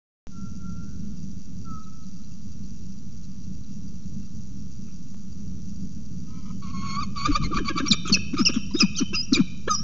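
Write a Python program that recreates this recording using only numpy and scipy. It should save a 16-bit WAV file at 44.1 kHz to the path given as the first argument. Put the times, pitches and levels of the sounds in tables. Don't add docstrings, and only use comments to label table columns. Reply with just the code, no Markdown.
import sys
import numpy as np
from scipy import signal
from scipy.fft import rfft, irfft, next_fast_len
from scipy.io import wavfile
from scipy.ndimage import uniform_filter1d

SR = 44100
rng = np.random.default_rng(int(sys.argv[2]) if len(sys.argv) > 2 else 0)


def bounce(signal):
    frames = np.transpose(np.atleast_2d(signal))
    limited = np.clip(frames, -1, 1)
    pcm = np.round(limited * 32767).astype(np.int16)
    wavfile.write(sys.argv[1], SR, pcm)


N = 433503
TIME = np.arange(N) / SR


# (time [s], pitch [Hz], level [dB], overtones [dB], roughness [0-1])
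WAIL = [(6.62, 1116, -50, 1, 0.2), (6.636, 1124, -39.5, -12, 0.2), (6.692, 1063, -48, 5.5, .22),
        (6.71, 1119, -41, -13.5, 0.3), (6.722, 1138, -62.5, 7, 0.5), (6.742, 1089, -36.5, -5.5, .05),
        (6.81, 1082, -45, 7, .24), (6.85, 1109, -31, -10, .13), (6.89, 1088, -36.5, 6, .15),
        (6.96, 1095, -33.5, 3, 0.19), (6.98, 1153, -26.5, -11, 0.01), (7.004, 1161, -29.5, -5.5, 0.1),
        (7.018, 1282, -36.5, 3, 0.1), (7.036, 1095, -28, 1, .05), (7.05, 1072, -39, 3, .15)]
# (start [s], crest [s], pitch [Hz], final lift [share of pitch], held level [dB],
# added crest [dB], overtones [dB], roughness [0-1])
YELPS = [(7.155, 7.259, 1112, .18, -31.5, -18.5, 0, .16), (7.309, 7.359, 1097, 0.19, -33, -23.5, 2, .17),
         (7.412, 7.432, 1109, 0.053, -33.5, -35, -10, .18), (7.513, 7.54, 1189, -.08, -34, -33, -9.5, 0.1),
         (7.543, 7.573, 1096, 0.089, -35.5, -27.5, 0.5, 0.3),
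         (7.644, 7.688, 1096, .14, -36.5, -24.5, 5, .2), (7.755, 7.783, 1093, .14, -35, -25.5, 6.5, 0.26),
         (7.852, 7.869, 1105, .018, -34, -40.5, 8, 0.3), (8.052, 8.073, 1208, .076, -34.5, -42.5, 2.5, .25),
         (8.365, 8.399, 1153, 0.19, -31, -36, 1.5, 0.33), (9.131, 9.153, 1221, .06, -40.5, -35, 10.5, 0.2)]
# (start [s], length [s], first pitch [Hz], last pitch [Hz], level [dB], roughness [0-1])
APPROACH_WAILS = [(6.266, 0.15, 1006, 1044, -54.5, .13), (6.419, 0.1, 990, 1022, -53, 0.4)]
# (frequency [Hz], gain [dB])
WAIL_THROAT = [(2000, -8), (2350, -10.5), (2900, -11.5), (3300, -27.5), (3650, -13.5), (4000, -26.5),
               (4500, -7.5), (5500, -28), (6600, -19), (7600, -60.5)]
WAIL_RASP = [(700, -11), (950, -19.5), (1300, 15), (1700, -6), (1950, -0.5), (2400, 10), (3000, 0.5),
             (3500, -4), (4000, 2), (4600, -2.5), (5100, -19), (5700, -1.5), (6700, -5), (7800, -30)]
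def wails():
    approach = [sweep(*row, bright_db=1.5, settle=.41, crest=.98, ends_db=-9.5, fray=.24)
                for row in APPROACH_WAILS]
    faint = syrinx(approach, WAIL_THROAT, jitter=.034, flutter_hz=150, rasp_db=-7, edge_s=.0081,
                   second_db=-4)
    calls = [WAIL] + [yelp(*row) for row in YELPS]
    loud = syrinx(calls, WAIL_THROAT, jitter=.034, flutter_hz=200, rasp_db=2, edge_s=.008,
                  second_db=-21, rasp_colour=WAIL_RASP, stutter=.45)
    return ragged(faint + loud, patch_db=2.5)


def yelp(start, crest_s, hz, lift, held_db, crest_db, bright_db, rough, scoop=.13, end_s=.02):
    s = np.linspace(start, crest_s + end_s, 60)
    onset = np.exp(-(s - start) / .01088)
    ending = np.clip((s - crest_s) / end_s, 0, 1)
    flip = .5 + .5 * np.tanh((s - crest_s - .0012) / .012)
    swell_db = 20 * np.log10(1 + amp(crest_db - held_db) * np.exp(-((s - crest_s) / .0068) ** 2))
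    db = held_db + swell_db - 12.5 * (np.exp(-(s - start) / .0037) + ending ** 2)
    overtones_db = bright_db - .09 * swell_db - 15.5 * onset
    pitch = hz * (1 + scoop * onset + lift * flip)
    return np.c_[s, pitch, db, overtones_db, rough + .63 * (onset / 4 + ending)]


# (start [s], length [s], first pitch [Hz], last pitch [Hz], level [dB], roughness [0-1],
# overtones [dB], easing [0 = even glide])
CHUPS = [(7.435, 0.036, 2290, 2040, -30, 0.2, -4.5, 0.89), (7.909, 0.018, 4864, 3525, -15, 0.15, 1, 3.2),
         (7.922, 0.017, 2515, 2288, -22, 0.1, -0.5, 1.4), (8.075, 0.028, 3640, 2930, -35.5, 0.4, 10.5, 1.2),
         (8.123, 0.021, 4790, 4300, -15, 0.13, -5, 2.1), (8.138, 0.022, 2812, 2508, -17, 0.04, -7, 1.8),
         (8.45, 0.0072, 5070, 4850, -20.5, 0.07, -13, 0.67), (8.454, 0.034, 3020, 2549, -20.5, 0.08, 7, 1),
         (8.532, 0.041, 3480, 3174, -41.5, 0.7, 4, 1.1), (8.788, 0.016, 3680, 3000, -34.5, 0.3, 10.5, 1.1),
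         (8.802, .028, 2780, 2403, -19, .09, 3, 0.99), (8.971, 0.034, 3336, 2792, -32.5, 0.2, 14, 0.42),
         (9.133, 0.024, 2610, 2802, -25.5, 0.08, -11, 0.84), (9.331, 0.023, 4980, 3620, -19.5, 0.25, 0, 2),
         (9.345, 0.028, 2583, 2317, -23.5, 0.16, -3, 1.7)]
# (start [s], length [s], first pitch [Hz], last pitch [Hz], level [dB], roughness [0-1])
SQUEAKS = [(4.865, 0.046, 2580, 2620, -68, .3), (7.882, 0.012, 5580, 5680, -26.5, 0),
           (8.385, 0.048, 4980, 5460, -35, 0.2), (8.736, 0.049, 4870, 5240, -40.5, .15),
           (8.765, 0.038, 3680, 3850, -33.5, 0.1), (8.951, 0.013, 3570, 3900, -38, 0.1),
           (9.154, 0.062, 4950, 5000, -29.5, 0), (9.213, 0.023, 4980, 5350, -42.5, 0),
           (9.228, 0.027, 5660, 5610, -38.5, .05), (9.736, 0.0099, 5650, 5580, -33, 0),
           (9.75, 0.044, 4950, 5210, -36, 0.06), (9.794, 0.014, 5490, 5500, -36, 0)]
# (frequency [Hz], gain [dB])
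CHUP_THROAT = [(4700, -1), (5700, -4.5), (6400, -15.5), (7100, -6.5), (7600, -25.5), (9000, -48)]
def chups(chips_from_s=1.835, chips_every_s=.2):
    falls = [sweep(*row, crest=.54, ends_db=-12, fray=.36, dull_db=-8) for row in CHUPS]
    squeaks = [sweep(*row, bright_db=-19, settle=.27, crest=.17, ends_db=0, fray=.12) for row in SQUEAKS]
    chips = [sweep(chips_from_s + k * chips_every_s, length=.014, first_hz=4420, last_hz=4010, db=db,
                   rough=.43, bright_db=-30, settle=1.3, crest=.35, ends_db=7, fray=.2)
             for k, db in enumerate(rng.normal(-70.5, 7.5, 13))]
    return syrinx(falls + squeaks + chips, CHUP_THROAT, jitter=.055, flutter_hz=376, rasp_db=-4.5,
                  edge_s=.0041, stutter=.8)


# (start [s], length [s], first pitch [Hz], last pitch [Hz], level [dB])
CRACKS = [(7.904, 0.011, 5400, 4800, -28.5), (7.9168, .006, 4100, 3760, -20),
          (8.124, 0.0061, 5730, 5150, -28), (8.14, 0.011, 5600, 5120, -21.5),
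          (8.799, 0.014, 5420, 5070, -23), (8.963, 0.011, 5200, 4900, -34), (8.983, 0.017, 4530, 3800, -35),
          (9.147, 0.011, 5100, 6000, -33.5), (9.331, 0.0072, 5820, 4670, -26.5)]
def cracks(snaps_per_s=1100, snap_s=.0018, scatter=.063, uneven_db=2):
    out = np.zeros(N)
    for s, length, first_hz, last_hz, db in CRACKS:
        t = np.arange(0, length + 4 * snap_s, 1 / SR)
        count = max(round(length * snaps_per_s), 1)
        late, detune, size = rng.standard_normal((count, 3)).T[:, :, None]
        progress = np.clip((np.arange(count)[:, None] + np.tanh(late) / 2) / count, 0, 1)
        age = np.maximum(t - progress * length, 0)
        hz = first_hz * (last_hz / first_hz) ** progress * (1 + scatter * detune)
        snaps = amp(uneven_db * size) * age * np.exp(-2 * age / snap_s) * np.sin(2 * np.pi * hz * age)
        add(out, s, amp(db) * unit(snaps.sum(0)) * np.sqrt(length / t[-1]))
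    return out


# (time [s], pitch [Hz], level [dB], overtones [dB], roughness [0-1])
SQUEAL = [(9.694, 1335, -24, -15, 0.1), (9.712, 1243, -20.5, 8, 0.11), (9.735, 1227, -30.5, 3, 0),
          (9.75, 1124, -37, 3, 0.16), (9.765, 1126, -48, -2, 0)]
# (frequency [Hz], gain [dB])
SQUEAL_THROAT = [(2400, -34.5), (3700, -25), (4900, -15), (5250, -23), (5600, 12.5), (6200, -12.5),
                 (7300, -19), (8000, -62)]
def squeal():
    return syrinx([SQUEAL], SQUEAL_THROAT, jitter=.015, flutter_hz=250, rasp_db=-10, edge_s=.0065)


# (start [s], length [s], first pitch [Hz], last pitch [Hz], level [dB], roughness [0-1],
# overtones [dB])
CROAKS = [(7.262, 0.023, 623, 513, -43.5, 0.3, -5.5), (7.357, .024, 646, 536, -39, 0.3, -4.5),
          (7.577, 0.023, 591.5, 532, -45.5, 0.4, 7), (7.692, .03, 594, 524, -45.5, 0.1, 5),
          (7.784, .034, 638, 531.5, -42.5, .3, 3.5), (7.929, .018, 685, 555, -41, 0.4, 5),
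          (8.158, .018, 606, 562, -47.5, 0.4, 0.5), (8.486, 0.018, 695, 531, -41.5, 0.4, 1),
          (8.708, 0.018, 960, 1040, -39, 0.3, -8), (8.802, .03, 1354, 1178, -31.5, 0.3, -11.5),
          (8.986, 0.02, 1412, 1340, -39, .2, -15), (9.129, .018, 466, 565, -50, 0.3, 4),
          (9.675, .019, 460, 628, -36.5, 0.4, 0)]
# (frequency [Hz], gain [dB])
CROAK_THROAT = [(900, 10), (1250, 1), (1450, 3.5), (1660, 9), (1900, -3.5), (2400, -2.5), (3600, -8.5),
                (5000, -6), (7600, -25.5)]
def croaks():
    calls = [sweep(*row, settle=.89, crest=.22, ends_db=-8.5, fray=.13) for row in CROAKS]
    return syrinx(calls, CROAK_THROAT, jitter=.081, flutter_hz=120, rasp_db=-12, edge_s=.006)


def sweep(start, length, first_hz, last_hz, db, rough, bright_db, settle, crest, ends_db, fray,
          dull_db=0):
    progress = np.linspace(0, 1, 30)
    crest = np.clip(crest, .1, .9)
    glide = np.expm1(-settle * progress) / np.expm1(-settle)
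    hz = first_hz * (last_hz / first_hz) ** glide
    away = np.maximum(1 - progress / crest, (progress - crest) / (1 - crest)) ** 2
    overtones_db = bright_db + dull_db * (progress - .5)
    return np.c_[start + length * progress, hz, db + ends_db * away, overtones_db, rough + fray * away]


# (frequency [Hz], gain [dB])
RASP = [(700, 0), (950, -19.5), (1300, 10.5), (1700, -17.5), (1950, -15.5), (2400, -2), (2850, 2),
        (3500, -0.5), (4000, -8), (4600, -0.5), (5100, -14), (5700, 9), (7000, -2), (7800, -31.5)]
def syrinx(calls, throat, jitter, flutter_hz, rasp_db, edge_s, second_db=-np.inf, rasp_colour=RASP,
           stutter=0, stutter_hz=170):
    out, air = np.zeros(N), ragged(noise(rasp_colour))
    for rows in calls:
        s, *columns = np.transpose(rows)
        t = np.arange(s[0] - edge_s / 2, s[-1] + edge_s / 2, 1 / SR)
        size = len(t)
        hz, db, bright_db, rough = (np.interp(t, s, c) for c in columns)
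        rough = np.clip(rough, 0, 1)
        quaver = .04 * rough * wander(size, 70)
        phase = phase_of(hz * (1 + quaver + jitter * rough * wander(size, flutter_hz)))
        two_voices = 1 + amp(second_db) * np.exp(.25j * phase)
        tone, power = np.zeros((2, size))
        for k in range(1, 8):
            gain = 1 if k == 1 else amp(bright_db) * colour(throat, k * hz) * (k * hz < SR / 4)
            shake = (wander(size, flutter_hz) + 1j * wander(size, flutter_hz)) / np.sqrt(2)
            hoarse = np.minimum(rough * np.sqrt(k), 1)
            strength = np.sqrt(1 - hoarse ** 2) + hoarse * shake
            tone += np.sqrt(2) * gain * (strength * two_voices * np.exp(1j * k * phase)).real
            power += gain ** 2
        puffs = (1 + .5 * np.cos(phase)) * np.resize(air[int(s[0] * SR):], size)
        rasp = amp(rasp_db) * rough * np.sqrt(power) * puffs
        fade = np.sin(np.pi / 2 * np.clip(np.minimum(t - t[0], t[-1] - t) / edge_s, 0, 1)) ** 2
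        spurt_phase = phase_of(stutter_hz * (1 + .35 * wander(size, stutter_hz)))
        spurts = unit(1 + np.minimum(stutter * rough, 1) * np.cos(spurt_phase))
        add(out, t[0], amp(db) * fade * spurts * (tone + rasp))
    return out


# (middle [s], length [s], pitch [Hz], level [dB])
WIND_UPS = [(7.656, 0.037, 244.6, -28), (7.763, .03, 277.5, -26.5), (7.838, 0.07, 273.4, -24),
            (8.056, .021, 287, -30), (8.343, .045, 261, -22), (8.753, .035, 270, -18.5),
            (9.135, .026, 372, -31), (9.329, 0.026, 266, -12), (9.68, .022, 444, -24.5)]
RUN_DOWNS = [(7.588, 0.031, 304, -28.5), (7.616, 0.055, 302, -27.5), (7.711, 0.04, 305, -26.5),
             (7.807, .019, 277, -23), (7.916, 0.039, 200, -17.5), (8.123, 0.029, 239.6, -17),
             (8.411, 0.065, 232, -17.5), (8.502, .033, 310, -25), (8.572, .038, 236, -19),
             (8.838, .062, 225.5, -16), (9.021, 0.05, 237, -18), (9.383, 0.069, 307, -23),
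             (9.404, 0.056, 248, -15)]
# (frequency [Hz], gain [dB])
GRUNT_THROAT = [(300, -54), (700, -18.5), (1250, 10), (1650, -9), (2100, -8.5), (6000, 0), (8000, -34.5)]
def grunts(up_octaves=.52, down_octaves=-1.4, overtones_db=-27, air_db=-28, peak_db=7):
    out, air = np.zeros(N), noise(GRUNT_THROAT)
    for table, octaves in (WIND_UPS, up_octaves), (RUN_DOWNS, down_octaves):
        for s, length, hz, db in table:
            size = int(length * SR)
            glide = octaves * np.linspace(-.5, .5, size) + .13 * wander(size, 92)
            phase = phase_of(hz * 2 ** glide)
            overtones = sum(colour(GRUNT_THROAT, k * hz) * (1 + .5 * wander(size, 120))
                            * np.sin(k * phase) for k in range(2, 10))
            swell = np.hanning(size) * amp(peak_db * (np.bartlett(size) - .97))
            puffs = unit((1 + .5 * np.cos(phase)) * np.resize(air[int(s * SR):], size))
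            voice = np.sqrt(2) * np.sin(phase) + amp(overtones_db) * unit(overtones) + amp(air_db) * puffs
            add(out, s - length / 2, amp(db) * swell * voice)
    return out


# (middle [s], length [s], pitch [Hz], level [dB])
BUFFETS = [(7.326, .07, 38.2, -19), (7.37, 0.038, 42.4, -29), (7.413, .03, 181, -24.5),
           (7.43, .13, 181.3, -27), (7.464, .045, 276, -33.5), (7.519, .04, 277.6, -29),
           (7.437, .11, 52.4, -27), (7.59, .1, 49.5, -26.5), (7.288, .14, 119.3, -31.5),
           (7.558, .045, 187.6, -26.5), (7.74, 0.18, 144.8, -41)]
def buffets(unevenness=.27):
    out = np.zeros(N)
    for s, length, hz, db in BUFFETS:
        size = int(length * SR)
        phase = phase_of(hz * (1 + unevenness * wander(size, hz)))
        add(out, s - length / 2, amp(db) * np.sqrt(2) * np.hanning(size) * np.sin(phase))
    return out


def landing(middle_s=7.302, length_s=.048, hz=289.6, db=-19):
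    t = TIME - middle_s
    swell = np.cos(np.pi * np.clip(t / length_s, -.5, .5)) ** 2
    return amp(db) * np.sqrt(2) * swell * np.sin(2 * np.pi * hz * t)


# (middle [s], length [s], level [dB])
BURSTS = [(4.904, 0.15, -64), (7.292, 0.1, -34.5), (7.802, .022, -32.5), (7.941, 0.036, -33.5),
          (8.103, 0.026, -29), (8.169, 0.028, -30.5), (8.345, .03, -37), (8.503, 0.025, -32.5),
          (8.56, 0.097, -40), (8.757, .04, -41), (8.817, 0.058, -32.5), (9.013, .06, -36),
          (9.377, .08, -31.5)]
# (frequency [Hz], gain [dB])
BURST_COLOUR = [(100, -21.5), (300, 13), (750, -6.5), (1300, 8), (1660, 3), (2000, 3), (2600, 4),
                (3200, -11.5), (3700, 0.5), (4200, -13.5), (5600, -13), (6900, -14.5), (7800, -37)]
def rasps_and_scuffs(grain_db=2):
    envelope = np.zeros(N)
    for s, length, db in BURSTS:
        add(envelope, s - length / 2, amp(db) * np.hanning(int(length * SR)))
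    return envelope * ragged(noise(BURST_COLOUR)) * unit(amp(grain_db * wander(N, 280)))


# (frequency [Hz], gain [dB])
BOX_COLOUR = [(500, 2.5), (780, -15), (950, -11), (1100, 0.5), (1400, -2), (1660, -3), (1900, -14.5),
              (2300, -2), (7000, 3), (7700, -9.5)]
# (frequency [Hz], width [Hz], gain [dB])
BOX_MODES = [(1270, 290, -4.5), (1640, 77, -2.5), (2433, 210, 0.5), (2720, 260, -1), (3044, 73, 16.5),
             (3620, 210, 1.5), (3900, 170, -9), (4570, 170, -6.5), (4950, 110, -9.5), (5650, 260, 2)]
# (delay [s], gain [ratio])
BOUNCES = [(.0019, -0.096), (.0043, 0.035), (.0074, .17), (0.01, -0.16)]
def box(x, ring_db=-10, ring_t60=1.0, walls_db=-13, walls_t60=.0043):
    x = filtered(x, BOX_COLOUR)
    t, f = np.arange(SR) / SR, np.fft.rfftfreq(SR, 1 / SR)
    tail = unit(rng.standard_normal(SR) * amp(-60 * t / ring_t60)) / np.sqrt(SR)
    ring = irfft(rfft(tail) * peaks(BOX_MODES, f), SR) * (1 - t)
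    walls = unit(rng.standard_normal(SR) * (t > .002) * amp(-60 * t / walls_t60)) / np.sqrt(SR)
    echo = amp(ring_db) * ring + amp(walls_db) * walls
    for s, gain in BOUNCES:
        add(echo, s, np.array([gain]))
    return x + signal.fftconvolve(x, echo)[:N]


def boom(x, db=-9, hz=185, t60=.044):
    t = np.arange(SR // 2) / SR
    decay = amp(-60 * t / t60)
    mode = 2 * decay / decay.sum() * np.cos(2 * np.pi * hz * t)
    return x + amp(db) * signal.fftconvolve(x, mode)[:N]


# (frequency [Hz], gain [dB])
TICK_COLOUR = [(300, 3), (1000, 2), (3000, -12), (7000, -17)]
def tick(time_s=5.145):
    click = np.zeros(N)
    click[round(time_s * SR)] = amp(-19.5)
    return filtered(click, TICK_COLOUR)


# (start [s], length [s], first pitch [Hz], held pitch [Hz], level [dB])
FAR_WHISTLES = [(0.303, .235, 1385, 1370, -55), (0.569, 0.31, 1370, 1371, -53.5),
                (.74, 0.26, 1515, 1500, -69), (1.64, 0.19, 1420, 1276, -44)]
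def far_bird(edge_share=.29, settle_s=.038, bright_db=-32, rough=.073, flutter_db=1.2):
    calls = []
    for start, length, first_hz, held_hz, db in FAR_WHISTLES:
        t = np.linspace(0, length, 60)
        swell = np.clip(np.minimum(t, length - t) / (length * edge_share), .01, 1)
        hz = held_hz + (first_hz - held_hz) * np.exp(-t / settle_s)
        timbre = np.full((len(t), 2), (bright_db, rough))
        calls.append(np.c_[start + t, hz, db + 20 * np.log10(swell), timbre])
    whistles = syrinx(calls, WAIL_THROAT, jitter=.076, flutter_hz=30, rasp_db=-38.5, edge_s=.03)
    return whistles * amp(flutter_db * wander(N, 25))


# (delay [s], gain [dB])
TREE_ECHOES = [(.085, -11.5), (0.266, -20.5)]
def trees(x, tail_db=-14, tail_t60=1.7, build_s=.14):
    t = np.arange(SR) / SR
    envelope = np.minimum(t / build_s, 1) * amp(-60 * t / tail_t60)
    echo = amp(tail_db) * unit(rng.standard_normal(SR) * envelope) / np.sqrt(SR)
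    for s, db in TREE_ECHOES:
        add(echo, s, amp([db]))
    return x + signal.fftconvolve(x, echo)[:N]


# (frequency [Hz], gain [dB])
WIND_COLOUR = [(10, 0), (25, -16), (50, -2.5), (100, -3.5), (150, -5), (192, 4), (235, -6.5), (270, -11),
               (320, -21.5), (450, -28.5), (600, -37), (900, -64), (2000, -78)]
# (time [s], level [dB])
WIND_LEVEL = [(.3, -39.5), (.7, -34.5), (1.3, -37), (2.3, -39.5), (3.3, -38), (5.2, -38.5), (5.7, -36),
              (7.1, -36), (8.2, -33), (8.7, -34.5), (9.7, -36)]
def wind(throb_db=1.5):
    db = np.interp(TIME, *np.transpose(WIND_LEVEL))
    return noise(WIND_COLOUR) * amp(db + throb_db * wander(N, 7.5))


# (frequency [Hz], gain [dB])
HISS = [(600, -14), (1000, -12), (1270, -7), (1800, -17.5), (2300, -15), (2700, -12.5), (3300, -14),
        (4200, -9), (4700, -7), (5150, -10), (5900, 4), (6400, -7), (6900, -6), (7700, -27)]
# (frequency [Hz], width [Hz], gain [dB])
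WHINES = [(2718, 49, -4), (4715, 110, 3.5), (5610, 460, -1), (6170, 110, 0), (6735, 270, -2.5)]
def hiss(pulse_hz=106.4, buzz=.98, flicker_db=10):
    grid_hz = np.arange(1000, 8000, 10)
    whine = noise(np.c_[grid_hz, 20 * np.log10(peaks(WHINES, grid_hz))])
    flicker = unit(amp(flicker_db * np.tanh(wander(N, 80))))
    whole = amp(-1) * noise(HISS) + amp(-4.5) * whine * flicker
    treble = signal.sosfiltfilt(signal.butter(4, 4000, "highpass", fs=SR, output="sos"), whole)
    pulses = np.cos(np.pi * pulse_hz * TIME) ** 8
    return amp(-57.5) * (whole - treble + unit(1 + buzz * pulses) * treble)


def amp(db):
    return 10 ** (np.asarray(db) / 20)


def unit(x):
    return x / np.sqrt(np.mean(abs(x) ** 2) + 1e-20)


def phase_of(hz):
    return 2 * np.pi * np.cumsum(hz) / SR


def colour(points, hz):
    f, db = np.transpose(points)
    return amp(np.interp(np.log(hz + 1), np.log(f), db))


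def peaks(modes, hz):
    return sum(amp(db) / (1 + (2 * (hz - centre) / width) ** 2) for centre, width, db in modes)


def filtered(x, points):
    size = next_fast_len(N + 4096)
    return irfft(rfft(x, size) * colour(points, np.fft.rfftfreq(size, 1 / SR)), size)[:N]


def noise(points):
    return unit(filtered(rng.standard_normal(N), points))


def wander(size, rate_hz):
    span = next_fast_len(size + 4096)
    f = np.fft.rfftfreq(span, 1 / SR)
    return unit(irfft(rfft(rng.standard_normal(span)) * np.exp(-(f / rate_hz) ** 2), span))[:size]


def ragged(x, patch_db=4):
    spectra = signal.stft(x, nperseg=256, noverlap=192)[2]
    streaks = uniform_filter1d(rng.standard_normal(spectra.shape), size=6, axis=1)
    patches = unit(uniform_filter1d(streaks, size=3, axis=0))
    gain = unit(amp(patch_db * np.clip(patches, -2, 2)))
    return signal.istft(spectra * gain, nperseg=256, noverlap=192)[1][:N]


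def add(mix, s, sound):
    part = mix[max(round(s * SR), 0):][:len(sound)]
    part += sound[:len(part)]


# (frequency [Hz], gain added left and taken from the right [dB])
LEAN = [(50, 1), (100, -1.5), (170, 5), (300, 1), (500, 0.3), (850, 0)]
def scene():
    in_box = box(wails() + chups() + cracks() + squeal() + croaks() + rasps_and_scuffs())
    middle = in_box + tick() + trees(far_bird()) + wind() + hiss()
    low = boom(grunts() + landing()) + buffets()
    return middle + np.array([filtered(low, [(hz, side * db) for hz, db in LEAN]) for side in (1, -1)])


def record(dry, on_s=.27, cutoff_hz=7750):
    offset = np.interp(TIME, [on_s, 1.0], [.03, .048])
    live = (dry + offset) * (TIME >= on_s)
    lowpass = signal.firwin(201, cutoff_hz, window=("kaiser", 7), fs=SR)
    return signal.oaconvolve(live, lowpass[None], "same")


dry = scene()
out = record(dry)
bounce(out)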